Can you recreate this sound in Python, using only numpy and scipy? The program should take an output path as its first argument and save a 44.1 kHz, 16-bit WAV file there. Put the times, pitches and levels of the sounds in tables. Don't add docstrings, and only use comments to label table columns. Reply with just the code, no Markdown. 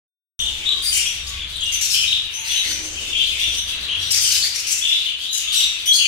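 import sys
import numpy as np
from scipy import signal
from scipy.fft import rfft, irfft, next_fast_len
from scipy.io import wavfile
from scipy.ndimage import uniform_filter1d, minimum_filter1d

SR = 44100
rng = np.random.default_rng(int(sys.argv[2]) if len(sys.argv) > 2 else 0)


def to_wav(sig):
    pcm = np.clip(np.atleast_2d(sig), -1, 1) * 32767
    pcm = np.round(pcm).astype(np.int16)
    wavfile.write(sys.argv[1], SR, pcm.T)


N = 268039
TIME = np.arange(N) / SR
CALL_T = np.arange(SR * 2 // 9) / SR
TOP_HZ = 15900


def near_birds():
    # start in s, length in s, pitch in Hz, level in dB.
    chirps = [(0.384, 0.098, 3410, -20), (0.602, 0.052, 2980, -30.5), (0.647, .08, 3622, -18),
              (.698, 0.075, 3270, -29.5), (0.904, 0.086, 2912, -22.5), (1.042, 0.071, 3150, -26),
              (1.303, 0.077, 3370, -33.5), (1.369, 0.075, 3330, -29.5), (1.515, 0.068, 3820, -30.5),
              (1.587, 0.049, 3206, -21), (1.926, 0.13, 3042, -20.5), (2.059, 0.094, 3640, -18),
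              (2.496, 0.11, 2883, -25), (2.544, 0.08, 3638, -24), (2.615, 0.073, 2103, -34),
              (2.936, 0.058, 2943, -28), (3.119, .12, 3165, -17.5), (3.377, 0.11, 3212, -22),
              (3.531, 0.1, 3350, -29.5), (3.819, 0.024, 3757, -22), (3.868, 0.1, 3108, -21),
              (4.219, .13, 2995, -25), (4.402, 0.039, 4337, -17.5), (4.804, 0.0656, 3400, -18.5),
              (4.859, 0.102, 3500, -19.5), (5.04, 0.06, 3400, -22.5), (5.326, 0.12, 2880, -33),
              (5.458, 0.087, 3466, -20.5), (5.537, .17, 2700, -33), (5.582, 0.057, 3580, -16.5),
              (5.69, 0.086, 3435, -37), (5.979, 0.096, 3014, -15.5)]
    # start in s, pitch in Hz, level in dB.
    peeps = [(1.65, 2828, -23.5), (2.49, 3410, -21.5), (3.075, 3565, -29), (3.19, 3530, -21),
             (3.41, 3584, -22), (4.885, 3494, -15), (5.068, 3040, -27), (5.285, 3887, -23),
             (5.874, 3326, -12.5)]
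    # start in s, length in s, pitch in Hz, level before the beak in dB.
    whistles = [(0.385, 0.0063, 3066, -14), (0.827, 0.034, 4620, -25), (0.861, 0.031, 4780, -14.5),
                (.911, 0.026, 3100, -24), (0.979, 0.053, 2802, -19.5), (1.056, 0.022, 2964, -17),
                (1.725, 0.024, 3134, -13), (2.33, 0.041, 3073, -21), (2.389, 0.026, 3315, -20.5),
                (2.474, 0.14, 3050, -19), (2.656, 0.083, 3014, -19.5), (2.825, 0.061, 3096, -24),
                (3.387, 0.17, 2940, -28), (3.568, 0.024, 2970, -15.5), (3.993, 0.14, 2865, -27),
                (4.701, 0.16, 2960, -33), (5.306, 0.058, 3380, -25), (5.557, 0.023, 3787, -13.5),
                (5.562, 0.047, 2937, -13.5), (5.856, 0.043, 3042, -15.5), (5.922, 0.047, 4328, -13.5),
                (5.94, .03, 3333, -10.5)]
    # frequency in Hz, gain of the open beak in dB.
    beak_response = [(2800, -11), (3300, -18), (3900, 1), (6400, -8.5), (7700, -8.5), (9400, -13)]
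    # start in s, start pitch in Hz, end pitch in Hz, level in dB.
    sweeps = [(0.402, 8600, 7760, -30.5), (0.433, 7300, 9300, -38), (.455, 8400, 7150, -36),
              (.963, 9600, 8800, -17.5), (1.267, 4360, 5520, -29.5), (1.558, 9200, 8540, -35.5),
              (1.604, 7500, 6960, -31), (1.633, 8800, 8240, -32), (1.655, 5500, 6160, -30),
              (4.109, 4580, 6240, -18), (4.11, 6940, 9070, -14), (4.136, 4376, 6280, -14),
              (4.224, 9870, 7950, -18), (4.269, 8800, 5600, -17), (4.313, 5200, 7030, -16.5),
              (4.372, 6200, 7600, -19), (4.715, 8800, 6850, -16.5), (5.915, 7670, 9000, -30)]
    # start in s, length in s, pitch in Hz, beak resonance in Hz, roughness 0-1, relative dB.
    squawks = [(0.818, 0.12, 2418, 9000, .35, -27.5), (.925, 0.057, 2900, 7000, .7, -20.5),
               (1.264, 0.033, 3420, 6600, 0.5, -36), (1.715, 0.039, 3190, 6040, .6, -29),
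               (1.807, 0.05, 2784, 6340, .9, -21), (1.899, 0.054, 2790, 5000, 1, -17.5),
               (2.009, 0.042, 3130, 6300, 0.5, -29), (2.443, 0.14, 2075, 4000, .6, -31),
               (2.631, 0.086, 2152, 4170, .8, -28.5), (3.52, 0.037, 2830, 5500, .6, -33.5),
               (4.103, 0.069, 2600, 5300, .8, -18.5), (4.208, 0.086, 3038, 5400, .9, -22),
               (4.305, 0.062, 2604, 4480, 1, -19.5), (4.432, 0.045, 2250, 4740, .8, -26),
               (4.538, 0.069, 2698, 5600, 1, -28), (4.665, 0.071, 2950, 5870, .9, -23),
               (4.776, 0.024, 3550, 7000, 1, -24.5), (4.874, 0.06, 2600, 5500, 1, -35.5),
               (5.323, 0.06, 3350, 6600, .7, -26), (5.519, 0.044, 2903, 3650, .9, -24),
               (5.592, 0.037, 2980, 4800, .8, -26), (5.853, 0.029, 3160, 12600, .3, -27.5),
               (5.931, 0.025, 3305, 5930, .5, -17.5)]
    out = np.zeros((2, N))
    for start_s, length_s, hz, db in chirps:
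        add(out, start_s, amp(db) * room(chirp(length_s, *glide(hz)), direct_db=0))
    for start_s, hz, db in peeps:
        add(out, start_s, amp(db) * room(peep(hz), direct_db=-4.5))
    for start_s, length_s, hz, db in whistles:
        call = whistle(length_s, *glide(hz), along(beak_response, hz), along(beak_response, 2 * hz))
        add(out, start_s, amp(db) * room(call, direct_db=-4.5))
    for start_s, start_hz, end_hz, db in sweeps:
        add(out, start_s, amp(db) * room(sweep(start_hz, end_hz), direct_db=-0.5))
    for start_s, length_s, hz, beak_hz, roughness, db in squawks:
        call = squawk(length_s, beak_hz, hz, lurch=0.09 * roughness)
        add(out, start_s, amp(db) * room(call, direct_db=-1))
    return out


def syrinx(length_s, start_hz, end_hz, bend):
    pitch_hz = start_hz + (end_hz - start_hz) * np.clip(CALL_T / length_s, 0, 1)
    return 2 * np.pi * np.cumsum(pitch_hz * (1 + bend)) / SR


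def glide(hz, rise=0.018, spread=0.0299):
    half = (rise + spread * rng.standard_normal()) / 2
    return hz * (1 - half), hz * (1 + half)


def chirp(length_s, start_hz, end_hz, crest=0.045, dip=0.16, trill_hz=90):
    rate_hz = trill_hz * (1 + 0.4 * wobble(90, CALL_T))
    trill = np.sin(np.pi * np.cumsum(rate_hz) / SR) ** 2
    dive = dip * trill ** 2 * (1 + 0.79 * np.tanh(wobble(200, CALL_T)))
    wander = 0.0368 * np.tanh(wobble(68.87, CALL_T))
    jitter = 0.021 * wobble(2500, CALL_T)
    phase = syrinx(length_s, start_hz, end_hz, crest - dive + wander + jitter)
    tone = np.sin(phase) + amp(-23) * np.sin(2 * phase) + amp(-30) * np.sin(3 * phase)
    flutter_db = 3.9 * wobble(154.6, CALL_T) - 2 * trill
    return unit(tone * amp(flutter_db)) * swell(length_s, edge_s=0.024)


def peep(hz, length_s=0.044):
    phase = syrinx(length_s, hz, hz, 0.013 * wobble(328, CALL_T))
    return unit(np.sin(phase)) * swell(length_s, edge_s=0.0028)


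def whistle(length_s, start_hz, end_hz, first_db, octave_db, flutter_db=4):
    arch = 0.021 * (np.sin(np.pi * np.clip(CALL_T / length_s, 0, 1)) - 2 / np.pi)
    phase = syrinx(length_s, start_hz, end_hz, arch + 0.025 * wobble(896, CALL_T))
    tone = 0
    for k, db in enumerate([first_db, octave_db, octave_db - 10, octave_db - 17], start=1):
        flutter = amp(flutter_db * wobble(395, CALL_T))
        tone += amp(db) * unit(np.sin(k * phase) * flutter)
    return tone * swell(length_s, edge_s=0.0019)


def sweep(start_hz, end_hz, length_s=0.014):
    phase = syrinx(length_s, start_hz, end_hz, 0.056 * wobble(1020, CALL_T))
    tone = np.sin(phase) + amp(-13) * np.sin(1.5 * phase) + amp(-24) * np.sin(2 * phase)
    return unit(tone) * swell(length_s, edge_s=0.0037)


def squawk(length_s, beak_hz, pitch_hz=3100, lurch=0.075, slap_hz=300, chop_db=11, width_hz=1500):
    # frequency in Hz, gain of the rasp in dB.
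    rasp_response = [(600, -59), (1500, 4), (2500, -6.5), (5000, -2), (9000, -3), (13000, -7.5),
                     (16000, -19)]
    slap_phase = syrinx(length_s, slap_hz, slap_hz, 0.234 * wobble(202, CALL_T))
    bend = lurch * wobble(190, CALL_T) + 0.0336 * wobble(1500, CALL_T)
    phase = syrinx(length_s, pitch_hz, pitch_hz, bend)
    halves = range(2, int(2 * TOP_HZ / pitch_hz) + 1)
    voice = unit(sum(amp(-2 * (k % 2)) * np.sin(k * phase / 2) for k in halves))
    chop = amp(chop_db * np.cos(slap_phase) + 2.85 * wobble(82, CALL_T))
    hiss = amp(-15) * rng.standard_normal(len(CALL_T))
    resonance = lambda hz: 1 + amp(8) / (1 + (2 * (hz - beak_hz) / width_hz) ** 2)
    rasp = filtered(chop * (voice + hiss), lambda hz: amp(along(rasp_response, hz)) * resonance(hz))
    return amp(4) * unit(rasp) * swell(length_s, edge_s=0.007)


def far_birds(birds=6, calls=18):
    # time in s, relative babble level in dB.
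    babble_levels = [(.4, -37.5), (.9, -31), (1.4, -33), (2.0, -28), (2.4, -31.5), (2.9, -35.5),
                     (3.4, -24.5), (4.0, -30), (4.6, -32), (5.2, -27), (6.0, -33)]
    stock = []
    for height, slope in rng.uniform(-1.2, 1, (calls, 2)):
        hz = 3200 * np.exp(0.14 * height)
        warble = chirp(0.08, hz, hz * (1 + 0.12 * slope))
        stock.append(warble + amp(-7) * squawk(0.042, beak_hz=1.236 * hz))
    out = np.zeros((2, N))
    for _ in range(birds):
        song = np.zeros((1, N))
        for slot, pick in enumerate(rng.permutation(calls)):
            start_s = (slot + rng.random()) / calls * N / SR
            add(song, start_s, stock[pick][None])
        add(out, 0, room(song[0], direct_db=-14))
    return unit(out) * amp(curves(babble_levels)[0] + 0.5)


def twitter(calls=16, centre_hz=7200, level_db=-45):
    song = np.zeros((1, N))
    for slot, (late, height, slope) in enumerate(rng.uniform(-0.76, 1, (calls, 3))):
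        hz = centre_hz * np.exp(0.086 * height)
        start_s = (slot + (1 + late) / 2) / calls * N / SR
        add(song, start_s, sweep(hz, hz * (1 + 0.084 * slope), length_s=0.0326)[None])
    return amp(level_db) * room(song[0], direct_db=-14)[:, :N]


def wings(edge_s=0.017):
    # start in s, length in s, wingbeat rate in Hz, level in dB.
    flights = [(0.376, 0.46, 14, -39), (2.641, 0.5, 13.2, -34), (3.122, 0.493, 16.6, -36.5),
               (4.078, 0.44, 12, -65)]
    # frequency in Hz, relative noise density in dB.
    feather_spectrum = [(30, 5), (150, 2.5), (400, 6), (900, -4), (2500, -0.5), (7000, 7), (15000, -23)]
    envelope = np.zeros(N)
    for start_s, length_s, beat_hz, db in flights:
        t = TIME - start_s
        flying = np.clip(np.minimum(t, length_s - t) / edge_s, 0, 1)
        beat_db = 2 * np.cos(2 * np.pi * beat_hz * t) + 0.37 * wobble(45, TIME)
        envelope += flying * amp(db + beat_db)
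    return envelope * rush(feather_spectrum, side_db=-17)


def hum(low_hz=64.7):
    # time in s, level of the low tone in dB, level of the upper tones in dB.
    hum_levels = [(0.45, -40, -69), (0.7, -48, -61), (1.38, -42, -55), (1.71, -47.5, -55), (2.02, -50, -50),
                  (2.24, -46, -53), (2.37, -60, -60.5), (2.71, -47, -57.5), (3.82, -45.5, -57.5),
                  (4.07, -50.5, -47.5), (5.19, -59, -72.5), (5.35, -65, -65), (5.5, -48.5, -81),
                  (6.05, -61, -58)]
    # frequency in Hz, relative level in dB.
    upper_tones = [(88, 3.5), (117, -8.5), (132, -7.5), (144, -6.5)]
    # frequency in Hz, relative noise density in dB.
    rumble_spectrum = [(15, 0.5), (33, 0), (48, -4), (70, -1), (110, -7), (200, -16.5), (500, -46.5)]
    low_db, upper_db = curves(hum_levels)
    low = drone(low_hz)
    upper = sum(amp(db) * drone(hz) for hz, db in upper_tones)
    rumble = amp(-1) * rush(rumble_spectrum, side_db=-17)
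    return amp(low_db) * (low + rumble) + amp(upper_db) * upper


def drone(hz, waver_db=3, drift_rad=0.27):
    waver = amp(waver_db * wobble(12, TIME))
    return unit(waver * np.sin(2 * np.pi * hz * TIME + drift_rad * wobble(27, TIME)))


def draught():
    # time in s, level in dB.
    air_levels = [(.4, -39.5), (1.0, -37.5), (2.3, -38.5), (2.7, -38), (3.2, -49), (3.8, -32.5), (4.5, -36),
                  (5.3, -41.5), (5.6, -38.5), (6.0, -38.5)]
    # frequency in Hz, relative noise density in dB.
    air_spectrum = [(60, -21), (140, -8.5), (320, -3.5), (750, -9), (1500, -2.5), (4000, 5), (15000, -88)]
    return amp(curves(air_levels)[0]) * rush(air_spectrum, side_db=-15)


def faint_tones(sag=0.0413):
    # start in s, length in s (capped by CALL_T), start pitch in Hz, level in dB.
    tones = [(.42, 0.27, 866, -54.5), (0.678, .12, 1156, -44.5), (1.25, 0.15, 1162, -49),
             (2.359, 0.24, 902, -48), (2.664, .23, 317, -44), (5.45, 0.14, 1252, -47)]
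    out = np.zeros((2, N))
    for start_s, length_s, hz, db in tones:
        phase = syrinx(length_s, hz, hz * (1 - sag), 0.02 * wobble(140, CALL_T))
        tone = np.sin(phase) * swell(length_s, edge_s=0.011)
        add(out, start_s, amp(db) * room(tone, direct_db=1))
    return out


def room(x, direct_db, wall_t60_s=0.64, treble_t60_s=0.38):
    t = np.arange(SR // 2) / SR
    hz = np.fft.rfftfreq(len(t), 1 / SR)
    noise = rng.standard_normal((2, len(t)), dtype=np.float32)
    treble = irfft(rfft(noise) * np.clip((hz - 6000) / 6000, 0, 1), len(t))
    impulse = (noise - treble) * amp(-60 * t / wall_t60_s) + treble * amp(-60 * t / treble_t60_s)
    impulse *= 1 - np.exp(-t / 0.0008)
    impulse *= amp([[1.9], [-2.5]]) / np.linalg.norm(impulse[0])
    impulse[0, 12] += amp(direct_db + 3)
    impulse[1, rng.integers(0, 24)] += amp(direct_db - 5)
    return signal.fftconvolve(x[None], impulse, axes=1) / np.hypot(1, amp(direct_db))


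def amp(db):
    return 10 ** (np.asarray(db) / 20)


def unit(x):
    return x / np.sqrt(np.mean(x ** 2) + 1e-20)


def along(points, hz):
    knots_hz, values = np.transpose(points)
    return np.interp(np.log(hz + 1), np.log(knots_hz + 1), values)


def curves(rows):
    times_s, *columns = np.transpose(rows)
    return [np.interp(TIME, times_s, column) for column in columns]


def wobble(rate_hz, t):
    knots = rng.standard_normal(1024)
    position = t * rate_hz
    k = position.astype(int)
    u = position - k
    ease = u * u * (3 - 2 * u)
    return knots.take(k, mode="wrap") * (1 - ease) + knots.take(k + 1, mode="wrap") * ease


def swell(length_s, edge_s):
    ramp = np.clip(np.minimum(CALL_T, length_s + edge_s - CALL_T) / edge_s, 0, 1)
    return np.sin(np.pi / 2 * ramp) ** 2


def filtered(x, response):
    n = x.shape[-1]
    padded = next_fast_len(n + 4096)
    return irfft(rfft(x, padded) * response(np.fft.rfftfreq(padded, 1 / SR)), padded)[..., :n]


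def rush(spectrum, side_db):
    mid, side = filtered(rng.standard_normal((2, N)), lambda hz: amp(along(spectrum, hz)))
    side = filtered(side, lambda hz: amp(along([(250, side_db), (1000, 0)], hz)))
    return unit(np.array([mid + side, mid - side]))


def add(out, start_s, x):
    i = int(np.clip(round(start_s * SR), 0, N - 1))
    out[:, i:i + x.shape[1]] += x[:, :N - i]


def scene():
    flock = near_birds() + far_birds() + twitter() + wings() * amp([[1.5], [-1.5]])
    background = hum() + draught() + faint_tones()
    return flock + background * amp([[1], [-1]])


def record(dry, silence_s=0.392, ceiling=0.74):
    x = dry * (TIME >= silence_s)
    needed_gain = np.minimum(1, ceiling / (np.abs(x).max(axis=0) + 1e-9))
    gain = uniform_filter1d(minimum_filter1d(needed_gain, size=161), size=161)
    return filtered(x * gain, lambda hz: hz < TOP_HZ)


dry = scene()
out = record(dry)
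to_wav(out)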